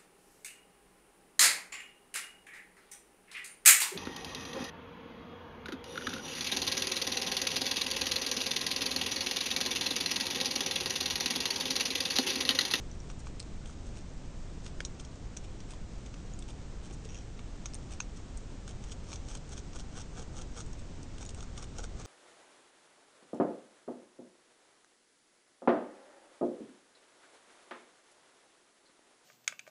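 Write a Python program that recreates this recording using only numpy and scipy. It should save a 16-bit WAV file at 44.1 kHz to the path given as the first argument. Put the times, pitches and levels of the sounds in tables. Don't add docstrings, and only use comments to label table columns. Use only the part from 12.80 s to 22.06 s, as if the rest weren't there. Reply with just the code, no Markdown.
import sys
import numpy as np
from scipy import signal
from scipy.fft import rfft, irfft, next_fast_len
from scipy.io import wavfile

SR = 44100
rng = np.random.default_rng(int(sys.argv[2]) if len(sys.argv) > 2 else 0)


def wrap_up_sound(samples):
    columns = np.atleast_2d(samples).T
    tamed = np.clip(columns, -1, 1)
    steps = np.round(tamed * 32767).astype(np.int16)
    wavfile.write(sys.argv[1], SR, steps)


N = 408366

# (frequency [Hz], relative density [dB])
NIGHT_SPECTRUM = [(12, -2), (25, 1), (40, -1), (60, -4.5), (120, -10), (250, -16.5), (500, -24.5),
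                  (1000, -32), (2000, -37), (4800, -41), (6300, -39.5), (7300, -40.5), (8900, -46),
                  (9400, -57), (10000, -56.5)]
# (frequency [Hz], width [Hz], gain [dB])
STICK_MODES = [(500, 99, 5.5), (786, 240, 4.5), (1190, 164, -1), (1397, 270, -2), (2304, 110, -5),
               (2605, 650, -3.5), (3225, 660, -2), (3630, 150, -3), (4130, 280, -2.5), (4800, 250, -3),
               (5765, 740, 4), (6480, 370, 5.5), (7660, 1050, 0.5), (8300, 1100, -6.5), (8950, 1700, -16)]
BANDS_HZ = [1450, 3120, 6200, 8450]
# (start [s], length [s], level before gain [dB], body [dB])
SCRAPES = [(0.114, 0.14, -76, -11), (0.291, 0.031, -61, 7), (0.384, 0.03, -63, -14),
           (0.456, 0.027, -63, -8), (0.847, 0.095, -65, -1), (1.155, 0.036, -59.5, 3),
           (1.828, 0.063, -60.5, -1), (2.193, .022, -58, 0), (2.634, 0.022, -61.5, 6),
           (2.885, 0.063, -59, 3), (3.679, 0.034, -57, 3), (4.031, 0.057, -62.5, 1), (4.096, 0.02, -59, 12),
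           (4.12, 0.027, -60.5, -16), (4.238, 0.026, -60.5, -2), (5.099, 0.055, -57.5, 2.5),
           (5.36, 0.02, -59.5, 1), (5.565, 0.017, -55.5, -27), (5.869, 0.052, -57.5, 4),
           (6.019, 0.042, -61, 3), (7.978, 0.031, -64.5, -3)]
# (time [s], pitch [Hz], envelope peak [dB], decay [s])
SLIVERS = [(.1147, 6000, -40.5, .0006), (.2028, 5750, -43, .0006), (.3005, 1250, -44, .0006),
           (.4700, 1120, -37.5, 0.00058), (.6010, 4320, -35, 0.00072), (.6010, 5050, -35, 0.00054),
           (.8585, 3300, -42, .0004), (.8960, 1280, -45.5, .001), (2.0046, 550, -41, 0.0013),
           (2.0044, 1630, -28, 0.0007), (2.0044, 3220, -32, .0007), (2.0044, 2170, -34, 0.001),
           (2.0503, 5750, -23.5, 0.00042), (2.0508, 6600, -40, .0006), (2.0046, 4830, -39, .0005),
           (2.0505, 4060, -32, .00045), (2.5715, 6040, -28, 0.00041), (2.9350, 1020, -45, 0.0013),
           (3.5368, 6800, -41, 0.00054), (3.6245, 3450, -41.5, .0005), (4.8573, 2400, -39.5, 0.00052),
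           (4.8575, 5650, -37, .0006), (4.8578, 6440, -33, .0006), (4.8615, 6370, -33, 0.00055),
           (4.936, 5300, -38, .0004), (5.2022, 1000, -36, 0.0011), (5.2028, 1450, -34.5, .001),
           (5.2034, 2560, -30, .0009), (5.2035, 4080, -36, .0007), (5.2033, 6340, -29.5, 0.0012),
           (5.209, 6600, -42, .0022), (8.429, 6250, -41, .0007), (8.4625, 6800, -40, .0007)]
# (time [s], 10 ms level before gain [dB], body [dB], edge [dB], splintering time [s])
CRACKS = [(0.3007, -51, -3, -14, 0.0018), (.4708, -52, 9, -14, .003), (0.5974, -47, 2, 7, .0006),
          (0.6012, -44.5, -2, 3, 0.0013), (.6057, -53, -4, 2, .0006), (.6115, -58, -3, -2, .001),
          (.6282, -54.5, -3, -7, .0008), (0.8596, -53, 4, -3, .004), (1.068, -56, -14, -4, .004),
          (1.8645, -46, 6, -13, 0.0033), (2.0047, -46, 2, -3, 0.002), (2.012, -53, -3, 1, .001),
          (2.051, -40, -10, -8, 0.0028), (2.0546, -47, -12, -6, .001), (2.060, -54, -10, -2, .003),
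          (2.2, -48.5, -4, -13, .003), (2.25, -51.5, -12, -12, .003), (2.568, -47.5, 5, -4, 0.002),
          (2.572, -46, -1, -7, .0008), (2.5738, -49, -8, -8, .001), (2.804, -52, 0, -10, 0.0027),
          (3.263, -52, -2, -11, 0.0037), (3.342, -51.5, 6, -7, 0.0034), (3.591, -49, -10, 7, 0.0037),
          (3.6248, -52.5, 2, 0, 0.0032), (4.593, -50, 11, -4, 0.0027), (4.8582, -44.5, 8, -8, 0.003),
          (4.8625, -49, -7, -10, .002), (4.9365, -52, -2, -10, 0.001), (4.945, -41, -7, 10, .002),
          (4.952, -46.5, -7, 1, .0008), (5.2023, -46, -18, -12, .001), (5.2049, -41, -30, -12, .0015),
          (5.223, -54, -25, -20, .004), (5.8787, -49.5, 13, 1, .002), (6.097, -55, 2, -12, .002),
          (6.319, -50, 3, -6, 0.0018), (6.3306, -43.5, 5, -6, 0.0012), (6.3592, -46, -15, -12, 0.0032),
          (6.4862, -48.5, 0, -7, 0.0022), (6.573, -51, -4, -5, .004), (6.693, -53, -14, -2, .002),
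          (6.933, -53.5, 9, -14, .002), (7.217, -50, -10, -10, .004), (7.620, -48.5, -12, -8, 0.00092),
          (7.864, -56, -14, -1, .002), (7.931, -52, -25, -8, .003), (8.231, -52.5, -22, -6, 0.0028),
          (8.383, -50, 4, -5, 0.0038), (8.428, -53, 1, -2, .0015), (8.4525, -50.5, -6, -1, .0015),
          (8.4925, -45.5, -9, -4.5, 0.0029), (8.506, -53, -11, 1, .003), (8.547, -49.5, 2, 3, 0.0018),
          (8.607, -48.5, 3, -6, .003), (8.778, -44.5, 1, 0, 0.0014), (8.825, -52, 2, -2, .002),
          (8.842, -50, 4, -2, .004), (8.985, -43.5, -3, -4, 0.0022)]
# (time [s], pitch [Hz], envelope peak [dB], decay [s])
BUMPS = [(4.074, 250, -47, 0.0024), (4.111, 342, -39, 0.002), (4.255, 434, -40.5, 0.0026)]
# (time [s], peak before gain [dB])
TEARS = [(4.2893, -40), (4.2965, -41), (4.3037, -41), (4.32, -40), (4.332, -45), (4.3455, -33.5),
         (4.354, -38), (4.3675, -42), (4.3755, -42), (4.386, -42), (4.4085, -44)]
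# (frequency [Hz], width [Hz], gain [dB])
STRIP_MODES = [(2680, 260, 2), (3130, 220, -1.5), (5780, 300, 3.5), (6440, 140, 1)]
# (hardest push [s], half length [s], rasp before gain [dB], body [dB], chip time [s],
# chip before gain [dB], hollow pitch [ratio])
BITES = [(6.088, .015, -61, -3, 6.120, -45, 0.88), (6.31, 0.032, -56, -2, 6.337, -45.5, 0.82),
         (6.514, .025, -52.5, -0.5, 6.553, -44, 1.07), (6.729, 0.0097, -49.5, -2, 6.780, -45.5, 1.04),
         (6.959, 0.011, -49.5, 0, 6.998, -46, 0.94), (7.179, 0.021, -49.5, 1.5, 7.207, -48.5, 1.1),
         (7.387, 0.022, -49.5, 3.5, 7.421, -50.5, 1.02), (7.583, 0.021, -51, 0, 7.616, -49.5, 0.96),
         (7.784, 0.019, -49, 1, 7.806, -44.5, 0.98), (8.419, 0.01, -50, 0, 8.463, -55, 1.08),
         (8.586, .015, -55.5, 5, 8.629, -48, 0.84), (8.789, 0.014, -51, 4, 8.829, -47, 0.85),
         (8.994, 0.016, -48.5, 3, 9.042, -43, 0.91), (9.205, 0.016, -51, 2.5, 9.254, -47, 0.87)]
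# (frequency [Hz], width [Hz], gain [dB])
HOLLOW_MODES = [(480, 110, -1.5), (770, 190, -6.5), (1230, 170, -10), (1480, 340, 0.5)]
# (time [s], pitch [Hz])
SHAVING_PITCH = [(7.2, 3180), (8.6, 3670)]
# (frequency [Hz], gain [dB])
TREBLE_ROLLOFF = [(7800, 0), (8800, -1), (9400, -6), (10000, -12), (11000, -32.5)]


def undb(db):
    return 10 ** (np.asarray(db) / 20)


def add(track, sound, start_s):
    i = max(int(start_s * SR), 0)
    track[i:i + len(sound)] += sound[:max(len(track) - i, 0)]


def colour(x, points):
    hz, db = np.transpose(points)
    n = next_fast_len(len(x))
    bins_hz = np.maximum(np.arange(n // 2 + 1) * SR / n, 1)
    gain = undb(np.interp(np.log(bins_hz), np.log(hz), db))
    return irfft(rfft(x, n) * gain, n)[:len(x)]


def walk(rate_hz, size):
    steps = np.arange(size) * rate_hz / SR
    knots = rng.standard_normal(int(steps[-1]) + 2)
    return np.interp(steps, np.arange(len(knots)), knots)


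def night(level_db=-41.5, waver_db=0.35, waver_hz=18):
    noise = colour(rng.standard_normal(N), NIGHT_SPECTRUM)
    noise *= undb(level_db) / np.sqrt(np.mean(noise ** 2))
    rumble = colour(noise, [(150, 0), (900, -25)])
    hiss = noise - rumble
    return rumble + hiss * undb(waver_db * walk(waver_hz, N))


def fractures(rate_hz, spread_db, size):
    hits = rng.random(size) < rate_hz / SR
    signs = rng.choice([-1, 1], size)
    return hits * signs * undb(spread_db * np.minimum(rng.exponential(size=size), 3))


def ring(force, modes, detune):
    sound = np.zeros(len(force))
    for hz, width_hz, db in modes:
        hz = hz * (1 + detune * rng.standard_normal())
        sound += undb(db) * signal.lfilter(*signal.iirpeak(hz, hz / width_hz, fs=SR), force)
    return sound


def stick(force, tint_db, span_s, rms_db):
    sound = ring(np.pad(force, (0, 512)), STICK_MODES, detune=.015)
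    knock_db, wood_db, edge_db = tint_db
    sound = colour(sound, list(zip(BANDS_HZ, [knock_db, wood_db, 0, edge_db])))
    return sound * undb(rms_db) * np.sqrt(span_s * SR / np.sum(sound ** 2))


def nibbling(tick_hz=60, spread_db=2.5, bout_hz=5, bout_db=3):
    force = fractures(tick_hz, spread_db, N) * undb(bout_db * np.tanh(walk(bout_hz, N)))
    return stick(force, tint_db=(-2, -2, -9), span_s=N / SR, rms_db=-73)[:N]


def bank_scatter(x, t60_s=0.064, wet_db=-12, gap_s=0.0025, size=11000):
    t = np.arange(size) / SR
    echoes = rng.standard_normal(size) * undb(-60 * t / t60_s) * (t > gap_s)
    echoes = colour(echoes / np.linalg.norm(echoes), [(2200, -7), (4000, 3), (6300, 3), (8500, -0.5)])
    return undb(wet_db) * signal.fftconvolve(x, echoes)[:N]


def grip(body_db, wood_db, edge_db, wood_share=0.62):
    return body_db, wood_db + wood_share * body_db, edge_db


def rasp(length_s, slip_hz=150, jitter=.35, scatter_db=4, puff_s=.003, drag=.16):
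    n = max(int(length_s * SR), 256)
    gap_draw, level_draw = rng.standard_normal((64, 2)).T
    slips_s = np.cumsum(np.exp(jitter * gap_draw)) / slip_hz
    age_s = np.arange(n) / SR - (slips_s - slips_s[0] / 2)[:, None]
    puffs = undb(scatter_db * level_draw) @ ((age_s >= 0) * np.exp(-np.abs(age_s) / puff_s))
    pressure = np.interp(np.arange(n) / n, [0, .35, .53, 1], [.25, .85, 1, .45])
    return pressure * (drag + puffs) * fractures(rate_hz=5000, spread_db=2.5, size=n)


def scrapes(wood_db=3, edge_db=-2, gain_db=3.5):
    out = np.zeros(N)
    for start_s, length_s, db, body_db in SCRAPES:
        sound = stick(rasp(length_s), grip(body_db, wood_db, edge_db), length_s, db + gain_db)
        add(out, sound, start_s)
    return out


def pings(rows, size=1500):
    out = np.zeros(N)
    t = np.arange(size) / SR
    for start_s, hz, db, decay_s in rows:
        envelope = undb(db) * t / decay_s * np.exp(1 - t / decay_s)
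        add(out, envelope * np.sin(2 * np.pi * hz * t), start_s)
    return out


def slivers():
    return pings(SLIVERS)


def snap(lead_s, fall_s, rise_share=0.48, splinter_db=-11, size=700):
    t = np.arange(size) / SR - lead_s
    tearing = np.exp(np.minimum(t / (rise_share * fall_s), -t / fall_s))
    force = undb(splinter_db) * tearing * rng.standard_normal(size)
    force[np.argmax(tearing)] += 1
    return colour(force, [(500, -5), (1100, 5.5)])


def cracks(lead_s=.003, wood_db=4.5, gain_db=-2):
    out = np.zeros(N)
    for time_s, db, body_db, edge_db, splinter_s in CRACKS:
        force = snap(lead_s, splinter_s)
        sound = stick(force, grip(body_db, wood_db, edge_db), span_s=.01, rms_db=db + gain_db)
        add(out, sound, time_s - lead_s)
    return out


def bumps():
    return pings(BUMPS)


def peel(tear_s=0.0026, gain_db=-2.5, size=700):
    out = np.zeros(N)
    envelope = np.exp(-np.arange(size) / SR / tear_s)
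    for time_s, db in TEARS:
        tear = ring(rng.standard_normal(size) * envelope, STRIP_MODES, detune=.01)
        tear = colour(tear, [(1500, -12), (2400, -1.5), (6700, -1.5), (7500, -6)])
        add(out, tear / np.abs(tear).max() * undb(db + gain_db), time_s)
    return out


def crumble(pressure, notch_modes, slip_hz=135, jitter=.3, fade_db=12, catch_hz=200, catch_db=2):
    n = len(pressure)
    cycles = np.cumsum(slip_hz * np.exp(jitter * walk(slip_hz, n))) / SR
    slip_phase = (cycles - cycles[np.argmax(pressure)] + 1 / 4) % 1
    judder = undb(catch_db * walk(catch_hz, n) - fade_db * slip_phase)
    force = pressure * judder * fractures(rate_hz=5000, spread_db=2.6, size=n)
    return force + ring(force, notch_modes, detune=.035)


def bites(wood_db=-3.5, edge_db=-7, rasp_gain_db=1.5, ease_s=.045, size=8000):
    chip_rise_s, chip_fall_s, chip_body_db, chip_gain_db = 0.007, 0.009, -4, 0.5
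    shaving_width_hz, shaving_db = 280, 1
    out = np.zeros(N)
    lead_s = size / SR / 2
    t = np.arange(size) / SR - lead_s
    chip_pressure = np.exp(np.minimum(t / chip_rise_s, -t / chip_fall_s))
    for push_s, half_s, rasp_db, body_db, chip_s, chip_db, pitch in BITES:
        shaving_hz = np.interp(push_s, *np.transpose(SHAVING_PITCH))
        notch_modes = [(hz * pitch, width_hz, db) for hz, width_hz, db in HOLLOW_MODES]
        notch_modes.append((shaving_hz, shaving_width_hz, shaving_db))

        push_pressure = np.exp(-(np.maximum(t, 0) / ease_s) ** 2) / (1 + (t / half_s) ** 2)
        push_force = crumble(push_pressure, notch_modes)
        push = stick(push_force, (body_db, wood_db, edge_db), 2 * half_s, rasp_db + rasp_gain_db)
        add(out, push, push_s - lead_s)

        chip_force = crumble(chip_pressure, notch_modes)
        chip_tint_db = (body_db + chip_body_db, wood_db, edge_db)
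        chip = stick(chip_force, chip_tint_db, span_s=.01, rms_db=chip_db + chip_gain_db)
        add(out, chip, chip_s - lead_s)
    return out


def scene():
    gnawing = cracks() + slivers() + scrapes() + bites() + peel() + nibbling()
    return (gnawing + bank_scatter(gnawing) + bumps() + night())[None]


def record(dry, cutoff_hz=11400):
    lowpass = signal.ellip(8, .2, 70, cutoff_hz, fs=SR, output="sos")
    return signal.sosfilt(lowpass, colour(dry[0], TREBLE_ROLLOFF))[None]


dry = scene()
out = record(dry)
wrap_up_sound(out)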